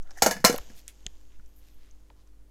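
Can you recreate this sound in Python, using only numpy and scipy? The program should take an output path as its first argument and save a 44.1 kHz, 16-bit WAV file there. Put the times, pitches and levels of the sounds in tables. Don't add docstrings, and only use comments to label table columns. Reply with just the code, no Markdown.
import sys
import numpy as np
from scipy import signal
from scipy.io import wavfile

SR = 44100
rng = np.random.default_rng(int(sys.argv[2]) if len(sys.argv) > 2 else 0)


def to_linear_factor(level_db):
    exponent = np.asarray(level_db, float) / 20
    return 10 ** exponent


def int16_out(signal):
    q = np.round(np.clip(np.atleast_2d(signal).T, -1, 1) * 32767)
    wavfile.write(sys.argv[1], SR, q.astype(np.int16))


N = 110250


def rms_one(x):
    return x / np.sqrt(np.mean(x ** 2) + 1e-20)


def in_time(rows):
    s, db = np.transpose(rows)
    return to_linear_factor(np.interp(np.arange(N) / SR, s, db))


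def dying(t60_s, size):
    return to_linear_factor(-60 * np.arange(size) / SR / t60_s)


def high_pass(x, hz):
    return signal.sosfilt(signal.butter(2, hz, "high", fs=SR, output="sos"), x)


def band_noise(order, low_hz, high_hz, size):
    band = signal.butter(order, [low_hz, high_hz], "band", fs=SR, output="sos")
    return signal.sosfilt(band, rng.standard_normal(size))


def resonate(x, hz, width_hz):
    r = np.exp(-np.pi * width_hz / SR)
    for _ in range(2):
        x = signal.lfilter([1, 0, -1], [1, -2 * r * np.cos(2 * np.pi * hz / SR), r * r], x)
    return x


def hiss(hz, width_hz, size):
    settle = SR // 4
    return rms_one(resonate(rng.standard_normal(size + settle), hz, width_hz)[settle:])


def ring(x, hz, t60_s):
    r = to_linear_factor(-60 / (t60_s * SR))
    w = 2 * np.pi * hz / SR
    return signal.lfilter([0, np.sin(w)], [1, -2 * r * np.cos(w), r * r], x + 1e-18)


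def knocks(rows):
    out = np.zeros(N)
    for s, db, hz, t60_s in rows:
        push = -to_linear_factor(db) * (np.arange(N) == int(s * SR))
        out += ring(push, hz, t60_s)
    return out


# (frequency [Hz], density [dB per Hz])
AIR = [(28, 0.5), (75, -4), (120, -12), (250, -19), (500, -21.5), (3000, -34.5), (7000, -34.5),
       (15000, -38)]


def room_air():
    edges = 21 * 2 ** np.arange(0, 9.8, .5)
    hz, db = np.transpose(AIR)
    air = np.zeros(N)
    for low, high in zip(edges, edges[1:]):
        level_db = np.interp(np.log(low * high) / 2, np.log(hz), db)
        air += to_linear_factor(level_db) * band_noise(2, low, high, N)
    return to_linear_factor(-64.5) * rms_one(air)


# (frequency [Hz], level [dB rms])
HUM = [(49.5, -55.5), (199, -80), (247, -80.5), (299, -73.5), (346, -83.5), (398, -80.5), (499, -81.5)]


def mains_hum():
    out = np.zeros(N)
    for hz, db in HUM:
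        waver_db = 1.5 * hiss(2.1, 6, N)
        turns = hz * np.arange(N) / SR + rng.random()
        out += to_linear_factor(db + 2.5 + waver_db) * np.sin(2 * np.pi * turns)
    return out


# (time [s], level [dB])
SWAY = [(0.0, -33.5), (0.14, -36), (0.21, -33), (0.25, -44), (0.47, -42.5), (0.64, -36), (0.72, -44),
        (0.97, -53), (1.07, -35), (1.14, -38.5), (1.71, -52.5), (1.82, -41), (2.02, -52.5), (2.5, -51)]


def stand_sway():
    return in_time(SWAY) * rms_one(band_noise(3, 2.0, 8.8, N + SR)[SR:])


# (time [s], level [dB])
RUB = [(0, -77), (.1, -71), (.2, -57.5), (.42, -68.5), (.6, -57), (.72, -61.5), (.85, -68.5), (1.05, -68),
       (1.15, -69.5), (1.4, -75.5), (2.0, -77), (2.5, -89)]
# (frequency [Hz], width [Hz], level [dB])
PAPER = [(300, 460, -3), (650, 750, -6), (1590, 1200, -6), (3000, 1800, -2.5), (4970, 2600, -4),
         (6500, 1900, -0.5), (12500, 3300, -8.5)]
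SCUFF_S = [.090, .175, .181, .182, .184, .785, .785, 1.33, 1.49, 1.59, 1.67, 1.67, 1.85, 2.19, 2.2, 2.275,
           .09, .72]
# (length [s], level [dB], frequency [Hz], width [Hz])
SCUFFS = [(.12, -68, 1380, 440), (0.013, -51, 754, 140), (0.035, -51, 1825, 190),
          (0.023, -58.5, 8850, 9700), (0.026, -53.5, 6000, 1530), (0.048, -58, 2500, 7300),
          (0.049, -62, 13000, 6200), (0.061, -72, 960, 3000), (0.039, -79, 13000, 3000),
          (0.039, -68, 12500, 4900), (0.15, -70.5, 1200, 6000), (0.35, -76.5, 12300, 3000),
          (0.16, -70.5, 830, 4040), (0.052, -74.5, 1070, 230), (0.068, -76, 3260, 4600),
          (0.0082, -74.5, 2500, 5900), (0.14, -68.5, 620, 400), (0.117, -62.5, 136, 170)]


def scuffs():
    t = np.arange(N) / SR
    grain = to_linear_factor(3.5 * np.clip(hiss(150, 220, N), -3, 3))
    rustle = sum(to_linear_factor(db) * hiss(hz, width_hz, N) for hz, width_hz, db in PAPER)
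    out = in_time(RUB) * rms_one(rustle)
    for s, (length_s, db, hz, width_hz) in zip(SCUFF_S, SCUFFS):
        swell = np.exp(-((t - s) / length_s * 2) ** 2)
        out += to_linear_factor(db) * hiss(hz, width_hz, N) * swell
    return out * grain


# (time [s], peak level [dB], frequency [Hz], width [Hz], t60 [s])
TICKS = [(0.025, -49.5, 6500, 4000, .02), (.0300, -52.5, 6000, 760, 0.012),
         (0.074, -51.5, 1902, 2000, 0.013), (0.1076, -40, 5100, 4200, 0.03),
         (0.11, -45.5, 1500, 1460, 0.043), (0.1083, -46.5, 600, 500, .03),
         (0.1155, -46.5, 5650, 700, 0.015), (0.5273, -25, 9000, 8000, .008), (0.562, -31, 2500, 2500, .01),
         (.5612, -26, 12500, 3000, 0.0028), (0.5794, -30, 6800, 1800, 0.0059),
         (0.5809, -24, 12010, 4000, 0.0067), (.5850, -24.5, 1460, 1800, 0.0083),
         (0.58, -33, 12500, 3000, .006), (.7505, -55, 8100, 8900, 0.0068), (0.879, -41.5, 2200, 2446, 0.11),
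         (0.88, -23, 7760, 4640, 0.0047), (0.884, -42.5, 6500, 14400, 0.13),
         (1.0650, -23.5, 3210, 802, 0.0014), (1.0654, -29, 4760, 1800, .002),
         (1.0654, -23, 6600, 1204, 0.0019), (1.068, -39.5, 1910, 600, 0.0033),
         (1.0688, -41, 3000, 4000, 0.0057), (1.091, -57, 3000, 5000, .01), (1.1820, -61, 5000, 6000, .01),
         (1.3600, -60, 2496, 2000, .01), (1.396, -56.5, 1398, 599, 0.026),
         (1.461, -53.5, 6570, 3990, 0.011), (1.564, -50.5, 13300, 2500, .09),
         (1.7450, -57, 13000, 2510, 0.021), (1.8600, -60, 8900, 2004, 0.013),
         (1.9105, -51.5, 6500, 914, 0.012), (2.1007, -53, 2380, 1200, 0.013), (2.1010, -58, 4500, 900, .01),
         (2.1013, -57.5, 3200, 900, .01), (2.1015, -55.5, 1500, 700, .015), (2.1030, -50.5, 820, 500, 0.03),
         (2.1040, -55.5, 498, 350, .08), (2.2720, -63.5, 1200, 555.6, .02), (2.2740, -57, 6500, 3000, .01)]


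def ticks():
    out, size = np.zeros(N + SR), SR // 5
    click = np.arange(size) == 0
    for s, db, hz, width_hz, t60_s in TICKS:
        grit = 0.19 * rng.standard_normal(size) * dying(t60_s, size)
        tick = resonate(grit + click, hz, width_hz)
        i = int(s * SR)
        out[i:i + size] += to_linear_factor(db) * tick / np.abs(tick).max()
    return out[:N]


def echo(x):
    tail = rng.standard_normal(SR // 2) * dying(0.22, SR // 2)
    tail[:SR // 250] = 0
    return to_linear_factor(-14.5) * signal.fftconvolve(x, tail / np.sqrt(np.sum(tail ** 2)))[:N]


# (time [s], desk thud [dB], case knock [dB], case clack [dB], bright rattle [dB])
BLOWS = [(0.2206, -22, -8.5, -24.5, -29.5), (0.2217, -18.5, -16.5, -14.5, -10.5),
         (0.2617, -13.5, -9, -19, -15), (0.31, -26, -23, -24, -22), (0.3655, -37.5, -37, -37.5, -43.5),
         (0.402, -41.5, -50.5, -51, -47.5), (0.4427, -18.5, -8.5, -18.5, -20.5),
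         (0.4478, -21, -9, -8, -6.5), (0.4963, -17, -20, -28.5, -26), (0.5263, -26.5, -23.5, -32.5, -32.5),
         (0.542, -29.5, -26, -37.5, -39), (0.6997, -43, -53, -51.5, -55)]
# (frequency [Hz], level [dB], t60 [s])
DESK = [(135, -15, 0.13), (190.75, -1.5, 0.053), (235.6, 1.5, 0.053), (312, -16.5, 0.072)]
# (frequency [Hz], level [dB], t60 [s])
KNOCK = [(491.5, -3.5, 0.051), (546, -9, 0.049), (643, -4, 0.019), (712, -6, 0.056), (822, -4.5, 0.025),
         (936, -8.5, 0.02), (1070, -12.5, 0.041), (1398, -4.5, 0.025)]
# (frequency [Hz], level [dB], t60 [s])
CLACK = [(1670, -1.5, 0.018), (1910, -6, 0.025), (2200, 1.5, 0.0078), (2911, -6, 0.048), (3575, -10, 0.03),
         (4080, -10, 0.03), (4537, -1.5, 0.015), (5210, -4, 0.035)]
# (frequency [Hz], level [dB], t60 [s])
RATTLE = [(5750, 0.5, 0.0035), (6350, 0, 0.008), (6800, -3.5, 0.024), (7620, -5, 0.0077), (8648, -7, .004),
          (10000, -9, 0.0062), (11196, -4, 0.0017), (12250, -6, .004), (13400, -10.5, 0.0037),
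          (15220, -14, .004)]
CONTACT_S = (0.0003496, 0.00015, 0.00061, 0.00046)


def pad():
    buzz_db, buzz_t60_s = (-16.5, -7, -6, -3), (0.11, 0.14, 0.16, 0.11)
    out, size = np.zeros(N), SR // 2
    for g, modes in enumerate((DESK, KNOCK, CLACK, RATTLE)):
        t = np.arange(size) / SR / CONTACT_S[g]
        push = t * np.exp(-t) * (t < 12)
        chatter = to_linear_factor(buzz_db[g]) * dying(buzz_t60_s[g], size)
        for m, (hz, level_db, t60_s) in enumerate(modes):
            force = np.zeros(N + size)
            for row in BLOWS:
                i = int(row[0] * SR)
                grain = rng.standard_normal((2, size))
                if g < 2:
                    hit = push / push.sum() * 2
                else:
                    hit = push * grain[0] / np.sqrt(np.sum(push ** 2))
                buzz = chatter * grain[1] / np.sqrt(t60_s * SR / 10)
                force[i:i + size] += to_linear_factor(row[1 + g] + level_db - 5) * (hit + buzz)
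            sign = (-1) ** (m * (g > 0))
            out += sign * ring(force[:N], hz, t60_s)
    return high_pass(out, 240)


# (time [s], peak level [dB], frequency [Hz], t60 [s])
RINGS = [(.2211, -12.5, 707, 0.06), (.2215, -25, 215, .05), (.2219, -20.5, 4545, .07),
         (.2220, -24.5, 9700, 0.039), (.2222, -23, 6700, .07), (.2224, -27.5, 2895, .1),
         (.2225, -17.5, 810, .04), (.2615, -17, 243, .08), (.2618, -23.5, 190, .2), (.2619, -20, 485, .06),
         (.2620, -24.5, 1560, .08), (.2622, -30, 4555, .05), (.2624, -16, 635, .06),
         (.2625, -25.5, 6356, 0.08), (.2626, -22, 780, 0.045), (.3104, -27, 1685, .14),
         (.3106, -28.5, 925, .08), (.3560, -37.5, 192, .15), (.3660, -39, 1730, .12),
         (.3950, -37, 150, .12), (.4435, -18, 483, .08), (.4445, -20, 655, .07), (.4449, -23, 197, .1),
         (.4451, -24.5, 243, .08), (.4470, -13.5, 1041, .08), (.4480, -21.5, 1352, .1),
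         (.4484, -18.5, 2140, .05), (.4486, -15, 5272, .04), (.4489, -6.5, 4130, 0.036),
         (.4965, -15, 480, 0.06), (0.48, -30.5, 1670, 0.063), (.5420, -21.5, 483, 0.04)]


def case_rings():
    return high_pass(knocks(RINGS), 140)


# (time [s], peak level [dB], frequency [Hz], t60 [s])
BUMPS = [
    (0.23, -29, 56.2, 0.084),
    (0.602, -32, 45.14, 0.071),
    (0.52, -43.5, 90, .1),
    (1.0600, -44, 220, 0.036),
    (1.064, -26, 25.75, 0.063),
    (1.0655, -46.5, 125, 0.045),
    (1.0657, -46, 410, 0.029),
    (1.0660, -48.5, 710, 0.024),
    (1.390, -47, 45, 0.08),
    (1.396, -52.5, 200, .04),
]


def stand_bumps():
    return knocks(BUMPS)


def scene():
    small = ticks()
    case = pad() + case_rings()
    room = room_air() + mains_hum() + stand_sway()
    reflected = echo(case + 0.2 * small)
    return (room + scuffs() + small + reflected + case + stand_bumps())[None]


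def low_pass(x):
    return signal.sosfilt(signal.butter(12, 16850, fs=SR, output="sos"), x)


def record(dry):
    rounded = .9 * np.tanh(dry / .9)
    top_cut = signal.cheby2(10, 50, 16000 + 800, fs=SR, output="sos")
    mix = signal.sosfilt(top_cut, rounded)
    return low_pass(mix)


dry = scene()
out = record(dry)
int16_out(out)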